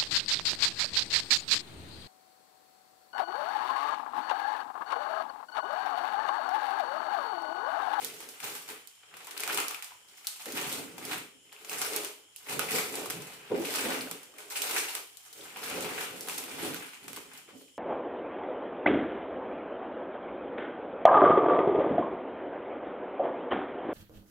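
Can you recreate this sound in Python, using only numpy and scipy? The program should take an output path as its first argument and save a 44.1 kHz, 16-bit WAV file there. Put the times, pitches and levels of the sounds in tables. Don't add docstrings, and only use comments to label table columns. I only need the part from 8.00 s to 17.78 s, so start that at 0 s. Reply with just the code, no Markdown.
import sys
import numpy as np
from scipy import signal
from scipy.fft import rfft, irfft, next_fast_len
from scipy.io import wavfile
from scipy.ndimage import map_coordinates

SR = 44100
rng = np.random.default_rng(int(sys.argv[2]) if len(sys.argv) > 2 else 0)


def makeup_ratio(level_db):
    decades = np.asarray(level_db, float) / 20
    return 10 ** decades


def file_out(sig):
    cols = np.atleast_2d(sig).T
    lim = np.clip(cols, -1, 1)
    pcm = np.round(lim * 32767).astype(np.int16)
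    wavfile.write(sys.argv[1], SR, pcm)


N = 431291
SPOTS = 3

# f/Hz, level/dB
HISS_COLOUR = [(20, -23), (113, -5), (520, -29), (1490, -40), (2700, -15), (3090, 0), (3900, -19),
               (6200, -18), (10000, -8), (15500, -51)]
# f/Hz, width/Hz, level/dB
COOLANT_MODES = [(2050, 370, -5.5), (3120, 330, 0.5), (5270, 260, -1), (7150, 1000, -1.5),
                 (9700, 360, -5.5)]
HISS_DB = -62.5

# f/Hz, density/dB per Hz
FILM_COLOUR = [(2000, -35), (3500, 0), (4700, 0.5), (6000, 0), (8600, 2), (12900, -2), (15000, -4.5),
               (15600, -8), (16200, -46)]
# f/Hz, density/dB per Hz
FOLD_COLOUR = [(380, -26), (650, -6), (900, -1), (1360, 0), (1600, -2), (2500, 1), (3100, -3), (4500, -12),
               (8000, -34), (16000, -70)]
# f/Hz, width/Hz, level/dB
SHELF_MODES = [(335.3, 113, -7), (400, 59, -1.5), (469, 73, -1), (557, 140, -4), (795, 460, -9)]
# f/Hz, width/Hz, level/dB
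CABINET_MODES = [(63.5, 42, -34), (98, 27, -6), (176, 90, 3)]
# f/Hz, width/Hz, level/dB
BAG_MODES = [(282, 44, -4), (419, 76, 0.5), (603, 170, -3.5), (845, 170, -17)]
# f/Hz, width/Hz, level/dB
AIR_MODES = [(269, 34, 2.5), (300, 99, -5)]

# peak t/s, swell/s, fade/s, film level/dB, folds re film/dB
FILM_SQUEEZES = [(1.16, 0.17, 0.34, -65, 8), (1.41, 0.36, 0.092, -51, 4.5), (1.5, 0.093, 0.046, -41.5, 6),
                 (1.58, 0.088, 0.085, -35, 3), (1.7, 0.08, 0.21, -53.5, 9.5), (1.83, 0.03, 0.08, -52, -13.5),
                 (3.54, 0.034, 0.22, -66, 10.5), (3.719, 0.049, 0.072, -35.5, -1.5),
                 (3.825, 0.23, 0.17, -36.5, -2.5), (3.963, 0.16, 0.09, -37.5, -2),
                 (4.048, 0.054, 0.081, -43, -1.5), (6.388, 0.014, 0.1, -45.5, -1),
                 (6.505, 0.01, 0.19, -41, -2), (6.56, 0.011, 0.2, -37, -3), (6.63, 0.066, 0.35, -34, -6.5),
                 (7.331, 0.008, 0.15, -53.5, -5), (6.775, 0.27, 0.092, -33.5, -2),
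                 (6.87, 0.1, 0.082, -43, -1), (6.972, 0.12, 0.012, -40, -5),
                 (7.258, 0.19, 0.044, -52, -12.3), (7.441, 0.13, 0.019, -42.5, -9),
                 (9.131, 0.093, 0.28, -51, -3), (9.369, 0.25, 0.052, -56.5, 2.5),
                 (9.49, 0.031, 0.051, -64.5, 11), (9.58, 0.11, 0.14, -58, -18),
                 (0.01, 0.064, 0.07, -37.5, -3.5), (0.22, 0.97, 0.76, -51, -2),
                (0.44, 0.064, 0.16, -38.5, -1.5), (0.561, 0.08, 0.056, -41.5, -5),
                (0.697, 0.11, 0.095, -45, -2), (2.46, 0.013, 0.55, -45, -1.5),
                (2.569, 0.08, 0.32, -39, 0.8), (2.77, 0.72, 0.088, -41, -4),
                (3.112, 0.13, 0.083, -37, -0.2), (4.503, 0.069, 0.17, -37.5, -1.5),
                (4.598, 0.008, 0.055, -38.5, 4), (4.736, 0.089, 0.13, -28, -2.5),
                (4.974, 0.49, 0.19, -40, -1.5), (5.33, 0.45, 0.047, -47.5, 0),
                (5.558, 0.048, 0.053, -50, 6), (5.648, 0.084, 0.16, -35, -5),
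                (5.741, 0.075, 0.39, -34, -2.5), (5.953, 0.69, 0.17, -43, 4.5),
                (7.758, 0.41, 0.78, -40.5, 0.2), (8.007, 0.054, 0.096, -44, 3),
                (8.297, 0.08, 0.17, -39.7, -7), (8.2, 0.14, 0.26, -50, -3), (8.379, 0.075, 0.044, -44, -5),
                (8.635, 0.39, 0.35, -39.5, -0.5), (8.74, 0.077, 0.035, -43.5, 3.5)]
# peak t/s, swell/s, fade/s, bump level/dB, cabinet thuds re bumps/dB
WEIGHT_SHIFTS = [(0.05, 0.43, 0.28, -51.5, -14), (0.3, 0.39, 0.044, -54, -17),
                 (0.439, 0.042, 0.23, -50.4, -9), (0.691, 0.078, 0.12, -54, -22.5),
                 (2.459, 0.0074, 0.58, -46.5, -27), (2.561, 0.053, 0.61, -43, -7.5),
                 (2.791, 0.24, 0.056, -43.5, -8), (3.144, 0.33, 0.093, -43, -10),
                 (4.516, 0.067, 0.98, -43.5, -8), (4.73, 0.061, 0.13, -36.5, -14),
                 (4.97, 0.22, 0.31, -43, -26), (5.15, 0.12, 0.16, -55, 7.5),
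                 (5.506, 0.0067, 0.28, -31.5, -18), (5.6, 0.034, 0.088, -37, -25),
                 (5.72, 0.13, 0.12, -46, -19), (5.883, 0.19, 0.24, -34.5, -29),
                 (6.137, 0.62, 0.044, -48.5, -10.5), (7.796, 0.29, 0.4, -40, -11),
                 (8.15, 0.16, 0.41, -49.5, -9.5), (8.38, 0.28, 0.48, -49, -15),
                 (8.639, 0.12, 0.17, -37, -9), (9.093, 0.18, 0.34, -52, -5),
                 (9.27, 0.073, 0.22, -62.5, -10), (9.53, 0.079, 0.16, -52, -14)]
# peak t/s, swell/s, fade/s, rattle level/dB, thuds re rattle/dB
KERNEL_JOSTLES = [(1.15, 0.13, 0.15, -62, -7), (1.42, 0.25, 0.26, -49, -29),
                  (1.576, 0.22, 0.14, -41.5, -20), (2.2, 0.56, 0.33, -69.5, -13),
                  (3.55, .05, 0.13, -67, -15), (3.76, 0.14, 0.22, -45.5, -13.5),
                  (3.96, 0.26, 0.18, -40, -25), (6.404, 0.13, 0.062, -51, -30), (6.6, 0.11, 0.16, -53, -32),
                  (6.762, 0.28, 0.16, -41, -25), (6.97, 0.14, 0.12, -52, -26.5),
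                  (7.411, 0.097, 0.092, -53, -12)]
# t/s, air re shelf/dB
BUMP_DEPTH = [(0, -2), (0.7, -4.5), (2.46, -6), (2.55, 1), (2.85, 3), (3.15, 5), (4.5, -5.5), (4.75, -4),
              (5.1, -4), (5.5, -5), (5.62, 4.5), (5.7, -1), (5.95, 0.5), (7.8, -5), (8.3, -5.5),
              (8.65, 2.5), (9.1, 4.5), (9.6, 6.5)]
SWING_DB = 20

# t/s, peak level/dB, left-right/dB
CRISP_BUCKLES = [(0.0461, -23, -12), (0.2885, -34, 1), (0.4973, -37, -5), (0.873, -41, -16),
                 (1.245, -41, 5), (1.377, -32.5, 21), (1.404, -24.5, 2), (1.524, -27.5, 1),
                 (1.5448, -22, 2), (1.682, -24, -7), (1.8438, -35.5, -14), (2.2693, -19, 2),
                 (2.5214, -29, 2), (2.726, -24.5, 0), (3.0512, -29.5, -4), (3.6957, -28, -1),
                 (3.7912, -30, 3), (3.9619, -19, -4), (4.3612, -35, -6), (4.7077, -24, 5), (4.9545, -25, 0),
                 (5.654, -31, 5), (5.758, -20.5, 2), (6.501, -33, 1), (6.6191, -20, -5),
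                 (7.1703, -40.5, 21), (7.328, -37, 2.5), (8.208, -29, -0.5), (8.3819, -23.5, -6),
                 (9.375, -39, 9)]
# t/s, peak level/dB, left-right/dB
MIDDLING_BUCKLES = [(0.679, -40, 3), (1.27, -37, 13), (2.465, -45, 12), (2.613, -32, -2), (2.773, -44, -1),
                    (3.1794, -33, -3), (3.7299, -27.5, 7), (3.848, -30, 10), (3.934, -28, 11),
                    (4.0343, -35, -6), (4.593, -19.5, -7), (4.667, -40, -1), (4.697, -35, -0.5),
                    (4.973, -34, -3), (5.058, -30.5, -3), (5.0998, -23.5, -1), (5.22, -35, 3),
                    (6.01, -37, 10), (6.231, -41, 6), (6.3835, -39, 0), (6.71, -25, 3), (7.637, -32, -2),
                    (7.807, -29.5, -2), (7.826, -34, 8), (8.01, -28, -3), (8.285, -25.5, 0.5),
                    (8.438, -32, -1), (8.744, -35, -20), (9.131, -42, -23), (9.334, -43, 0)]
# t/s, peak level/dB, left-right/dB
PAPERY_BUCKLES = [(0.2036, -36, -3), (0.402, -35, 3), (0.551, -30.5, 3), (0.6884, -34.5, -2),
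                  (1.168, -39.5, 5), (1.3092, -33, 2), (1.435, -24.5, 2), (1.476, -24.5, -3),
                  (1.5739, -19, 6), (1.604, -31, -7), (1.707, -41, -4.0), (1.745, -33.5, 13),
                  (1.8239, -30.5, -5), (2.2456, -43, 3.0), (2.457, -32.5, -1), (2.569, -35, 2),
                  (2.9808, -34, 2), (3.1306, -29.5, -6), (3.5263, -43, 12), (3.647, -36.5, 10),
                  (3.8158, -20, 3), (4.047, -27, 9), (4.4942, -27.5, -2), (4.7176, -24, 4),
                  (5.739, -26.5, -3), (6.112, -27.5, -4), (6.951, -24, -1.0), (7.699, -30, 5),
                  (9.0803, -32, -1), (9.1621, -31.5, 0), (1.397, -30, 4), (1.413, -44, 0), (1.529, -25, 2),
                  (1.601, -25, -2), (1.613, -34, -2), (4.536, -33, 2), (4.641, -36, 0), (4.797, -36, 4),
                  (5.842, -37, 0), (5.886, -34, 3), (5.933, -38, 0), (8.296, -30, 2), (9.682, -59, 3),
                  (1.1404, -49, 3), (1.7092, -31, 0), (7.57, -36, 1), (5.1055, -26, 1), (2.274, -32.5, 2),
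                  (8.378, -29.5, -1), (8.39, -36, 2)]
CRISP_FOLDS_DB, MIDDLING_FOLDS_DB, PAPERY_FOLDS_DB = -24.5, -7, -6
ROOM_DB, USUAL_DB, NEARER_DB_PER_DB = 18, -29, 0.22

# t/s, peak level/dB, hollow re peak/dB
BAG_KNOCKS = [(0.977, -65, -22), (1.031, -42, -32.5), (1.139, -35, -28), (1.205, -38.5, -39),
              (1.5, -25.5, -22), (1.919, -46, -23), (2.041, -68, -20), (2.182, -62, -22), (1.943, -55, -22),
              (2.459, -33, -18), (2.467, -40, -17), (3.492, -57, -33), (4.468, -35, -17), (5.502, -77, 7),
              (5.515, -35, 0), (5.538, -56, 8), (5.626, -42.5, -1), (6.23, -63, -21), (7.569, -39.5, -14),
              (8.63, -51, -13), (9.174, -35, -13.5), (8.805, -32.5, -15), (9.479, -46.5, -9),
              (9.61, -47.5, -9)]
# t/s, peak level/dB, f/Hz
LUMP_RINGS = [(0.977, -58, 1006), (1.273, -39, 1000), (1.4346, -22.5, 2300), (1.477, -30, 1330),
              (1.497, -24, 1400), (1.708, -30, 1250), (1.7472, -26, 2550), (1.8234, -32, 2270),
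              (1.919, -41.5, 960), (1.944, -50, 980), (2.181, -46, 2030), (2.245, -41, 2240),
              (2.467, -32, 490), (2.535, -30, 263), (2.98, -38, 842), (3.05, -42, 850), (3.11, -32, 282),
              (3.495, -48, 2500), (3.522, -38, 3080), (3.564, -37, 2610), (4.4947, -35, 2580),
              (4.593, -20, 1390), (4.8953, -34, 2480), (5.059, -30.5, 1090), (5.3293, -41, 2980),
              (5.501, -36, 400), (5.517, -16, 447), (5.543, -22, 400), (5.584, -28, 335),
              (5.596, -21.5, 340), (5.626, -31.5, 455), (5.842, -27, 492), (5.933, -28, 506),
              (6.0091, -28, 2340), (6.0731, -36, 1570), (6.3385, -46, 1190), (6.5565, -27, 2500),
              (6.6183, -22, 3000), (7.41, -34, 3560), (7.5697, -36, 980), (7.78, -32, 480),
              (7.81, -36, 450), (8.01, -31.5, 1500), (8.297, -30.5, 2740), (8.635, -31, 300),
              (8.712, -31, 300), (8.745, -32, 1440), (8.9271, -47, 2220), (9.172, -34.5, 1060),
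              (9.333, -56, 1200), (9.61, -49, 500), (9.682, -51, 2500), (4.361, -38, 2830),
              (6.3853, -36, 2290), (6.009, -24, 4500), (2.27, -21, 4200), (1.1403, -40, 2640),
              (3.695, -28, 2640), (5.149, -31, 159), (5.177, -32, 148)]
RING_CYCLES, RING_ROOM_DB, RING_LOW_HZ = 1.24, -1.5, 190

# f/Hz, t60/s
KITCHEN_T60 = [(250, 0.28), (900, 0.37), (2500, 0.44), (6000, 0.4), (15000, 0.4)]
# f/Hz, correlation
LIKENESS = [(30, 0.3), (70, 0.66), (180, 0.86), (330, 0.77), (550, 0.41), (1650, 0), (4970, 0.088),
            (15000, 0)]
# f/Hz, left-right/dB
MIC_LEAN = [(60, -2.5), (240, -1), (950, 0.5), (3770, 1.5), (15000, -3)]


def unit(x):
    return x / np.sqrt(np.mean(np.abs(x) ** 2) + 1e-20)


def along(points, hz):
    f, v = np.transpose(points)
    return np.interp(np.log(hz + 1), np.log(f + 1), v)


def causal(points, hz):
    cepstrum = irfft(np.log(makeup_ratio(along(points, hz)) + 1e-4))
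    cepstrum[1:len(hz)] *= 2
    cepstrum[len(hz):] = 0
    return unit(np.exp(rfft(cepstrum)))


def resonances(modes, hz):
    total = 0
    for k, (centre, width, db) in enumerate(modes):
        damping = 1j * hz * width
        total = total + (-1) ** k * makeup_ratio(db) * damping / (centre * centre - hz * hz + damping)
    return unit(total)


def coloured(layers, colours, m):
    return sum(rfft(x, m) * colour for x, colour in zip(layers, colours))


def pair(a, b, hz):
    turn = np.arccos(np.clip(along(LIKENESS, hz), -1, 1)) / 2
    shared, apart = np.cos(turn) * a, np.sin(turn) * b
    return np.array([shared + apart, shared - apart])


def bursts(strength, life_s):
    keep = np.exp(-1 / (life_s * SR))
    return signal.lfilter([1], [1, -keep], strength) * rng.standard_normal(strength.shape)


def fridge(m, hz):
    jets = unit(np.abs(resonances(COOLANT_MODES, hz)) ** 2)
    colour = unit(makeup_ratio(along(HISS_COLOUR, hz))) + makeup_ratio(2.0) * jets
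    a, b = rfft(rng.standard_normal((2, N)), m) * colour
    drift = map_coordinates(rng.standard_normal(80), [np.arange(N) * 7 / SR])
    return makeup_ratio(HISS_DB + 1.0 + 0.21 * drift) * unit(irfft(pair(a, b, hz), m)[:, :N])


def swarm(count, spread_db, colour_db, clump_db, life_s):
    when, where, chance = rng.random((count, 3)).T
    clumps = map_coordinates(rng.standard_normal(400), [when * 390])
    size_db = -spread_db * np.log(1 - chance).clip(-3.3, 0) + clump_db * clumps
    vary_db = colour_db * rng.standard_normal((count, len(life_s))).T.clip(-3, 1.6)
    slot = (where * SPOTS).astype(int) * N + (when * N).astype(int)
    layers = []
    for gain, life in zip(makeup_ratio(size_db + vary_db), life_s):
        spikes = np.bincount(slot, gain, SPOTS * N).reshape(SPOTS, N)
        layers.append(unit(bursts(spikes, life)) / np.sqrt(SPOTS))
    return layers


def strokes(rows):
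    t, power = np.arange(0, N + 32, 32) / SR, 0
    for s, swell_s, fade_s, db, second_db in rows:
        away = np.maximum((s - t) / swell_s, (t - s) / fade_s)
        power = power + makeup_ratio([[db], [db + second_db]]) ** 2 * makeup_ratio(-2 * SWING_DB * away)
    return [np.interp(np.arange(N) / SR, t, np.sqrt(p)) for p in power]


def crackle():
    film = swarm(count=6000, spread_db=4.3, colour_db=4, clump_db=1.1, life_s=[.0003, .0005])
    kernels = swarm(count=12000, spread_db=2, colour_db=2.5, clump_db=.4, life_s=[.0015, .003, .001])
    grains = film + kernels + kernels[:1]
    bumps, thuds = strokes(WEIGHT_SHIFTS)
    rattle, pats = strokes(KERNEL_JOSTLES)
    deep_db = np.interp(np.arange(N) / SR, *np.transpose(BUMP_DEPTH))
    effort = strokes(FILM_SQUEEZES)
    effort += [bumps * makeup_ratio(-deep_db / 2), np.hypot(thuds, pats), rattle, bumps * makeup_ratio(deep_db / 2)]
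    trim_db = [-0.88, 0.77, -0.73, 0.7, -0.036, -3.1]
    return np.array([makeup_ratio(db) * e * g for db, e, g in zip(trim_db, effort, grains)])


def blows(s, size_db, pan_db, room_db, life_s, channels):
    at = np.round((s + .0006) * SR).astype(int)
    spot = np.arange(len(s)) % SPOTS
    spikes = np.zeros((len(size_db), channels, N))
    spikes[:, :, at] = makeup_ratio(size_db)[:, None] * makeup_ratio(np.outer([.5, -.5], pan_db))[:channels]
    kicks = np.zeros((len(size_db), SPOTS, N))
    kicks[:, spot, at] = makeup_ratio(size_db + room_db)
    edge = .8
    return np.array([edge * x + bursts(x, life) for x, life in zip(spikes, life_s)]), kicks


def snaps():
    kinds = [CRISP_BUCKLES, MIDDLING_BUCKLES, PAPERY_BUCKLES]
    s, db, pan_db = np.transpose(CRISP_BUCKLES + MIDDLING_BUCKLES + PAPERY_BUCKLES)
    folds_db = np.repeat([CRISP_FOLDS_DB, MIDDLING_FOLDS_DB, PAPERY_FOLDS_DB], [len(k) for k in kinds])
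    room_db = ROOM_DB - NEARER_DB_PER_DB * (db - USUAL_DB)
    size_db = np.array([db - 2.0, db + folds_db + 1.0])
    return blows(s, size_db, pan_db, room_db, life_s=[.0009, .0014], channels=2)


def knocks():
    s, db, hollow_db = np.transpose(BAG_KNOCKS)
    size_db = np.array([db - 7.5, db + hollow_db + 5.0])
    return blows(s, size_db, pan_db=0 * s, room_db=21.0, life_s=[.002, .005], channels=1)


def rings():
    out, t = np.zeros(N + SR), np.arange(SR // 20) / SR
    for s, db, hz in LUMP_RINGS:
        u = t * hz / RING_CYCLES
        swell = u * np.exp(1 - u)
        out[round(s * SR):][:len(t)] += makeup_ratio(db - 3.0) * swell * np.sin(2 * np.pi * hz * t)
    return out[:N]


def direct(hz, lag_s, lean_db):
    side = np.array([[.5], [-.5]])
    return makeup_ratio(side * lean_db) * np.exp(-2j * np.pi * hz * side * lag_s)


def tail(m, hz):
    f, t, z = signal.stft(rng.standard_normal((2, SR * 2 // 3)), SR, nperseg=256)
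    decay_db = -60 * t / along(KITCHEN_T60, f)[:, None]
    echo = signal.istft(z * makeup_ratio(decay_db), SR, nperseg=256)[1]
    s = np.arange(echo.shape[1]) / SR
    onset = 1 - np.exp(-(s / 0.002) ** 2)
    cluster = 1 + 1.17 * np.exp(-s / 0.0045)
    echo *= onset * cluster
    return pair(*rfft(echo / np.linalg.norm(echo[0]), m), hz)


def scene():
    m = 2 * next_fast_len(N // 2 + SR // 4)
    hz = np.fft.rfftfreq(m, 1 / SR)
    film, folds, cabinet = causal(FILM_COLOUR, hz), causal(FOLD_COLOUR, hz), resonances(CABINET_MODES, hz)
    soft = (1 + (1j * hz / 640) ** 2 + 1.3j * hz / 640) * (1 + 1j * hz / 900)
    hollow = unit(resonances(SHELF_MODES, hz) / soft)
    pack = unit(resonances(BAG_MODES, hz) / (1 + 1j * hz / 710) ** 2)
    air = unit(resonances(AIR_MODES, hz) / (1 + 1j * hz / 400))
    sharp = film * (0.51 + hz / 10500)

    rustle = coloured(crackle(), [film, folds, hollow, cabinet, pack, air], m)
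    rips, kicks = snaps()
    thumps, jolts = knocks()
    ringing = rfft(rings(), m) * (1j * hz / (RING_LOW_HZ + 1j * hz)) ** 2

    lags_s, leans_db = [0.00014, -.00008, 0.00007], [-0.46, -.3, 0.61]
    near = makeup_ratio(-6.5) * sum(b * direct(hz, lag, lean) for b, lag, lean in zip(rustle, lags_s, leans_db))
    near += coloured(rips, [sharp, folds], m)
    near += coloured(thumps, [folds, hollow], m)
    near += ringing

    excite = rustle + coloured([kicks[0], kicks[1] + jolts[0], jolts[1]], [film, folds, hollow], m)
    excite[1] += makeup_ratio(RING_ROOM_DB) * ringing
    far = sum(b * tail(m, hz) for b in excite)
    return irfft(near + far, m)[:, :N] + fridge(m, hz)


def top_cut(x):
    return signal.sosfilt(signal.butter(12, 16800, fs=SR, output="sos"), x)


def record(dry):
    m = 2 * next_fast_len(N // 2 + 999)
    hz = np.fft.rfftfreq(m, 1 / SR)
    edge = makeup_ratio(np.interp(hz, [15500, 15800, 16900], [0, -14, -55]))
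    colour = edge * makeup_ratio(np.outer([.5, -.5], along(MIC_LEAN, hz)))
    mix = irfft(rfft(dry, m) * colour, m)[:, :N]
    return top_cut(mix)


dry = scene()
out = record(dry)
file_out(out)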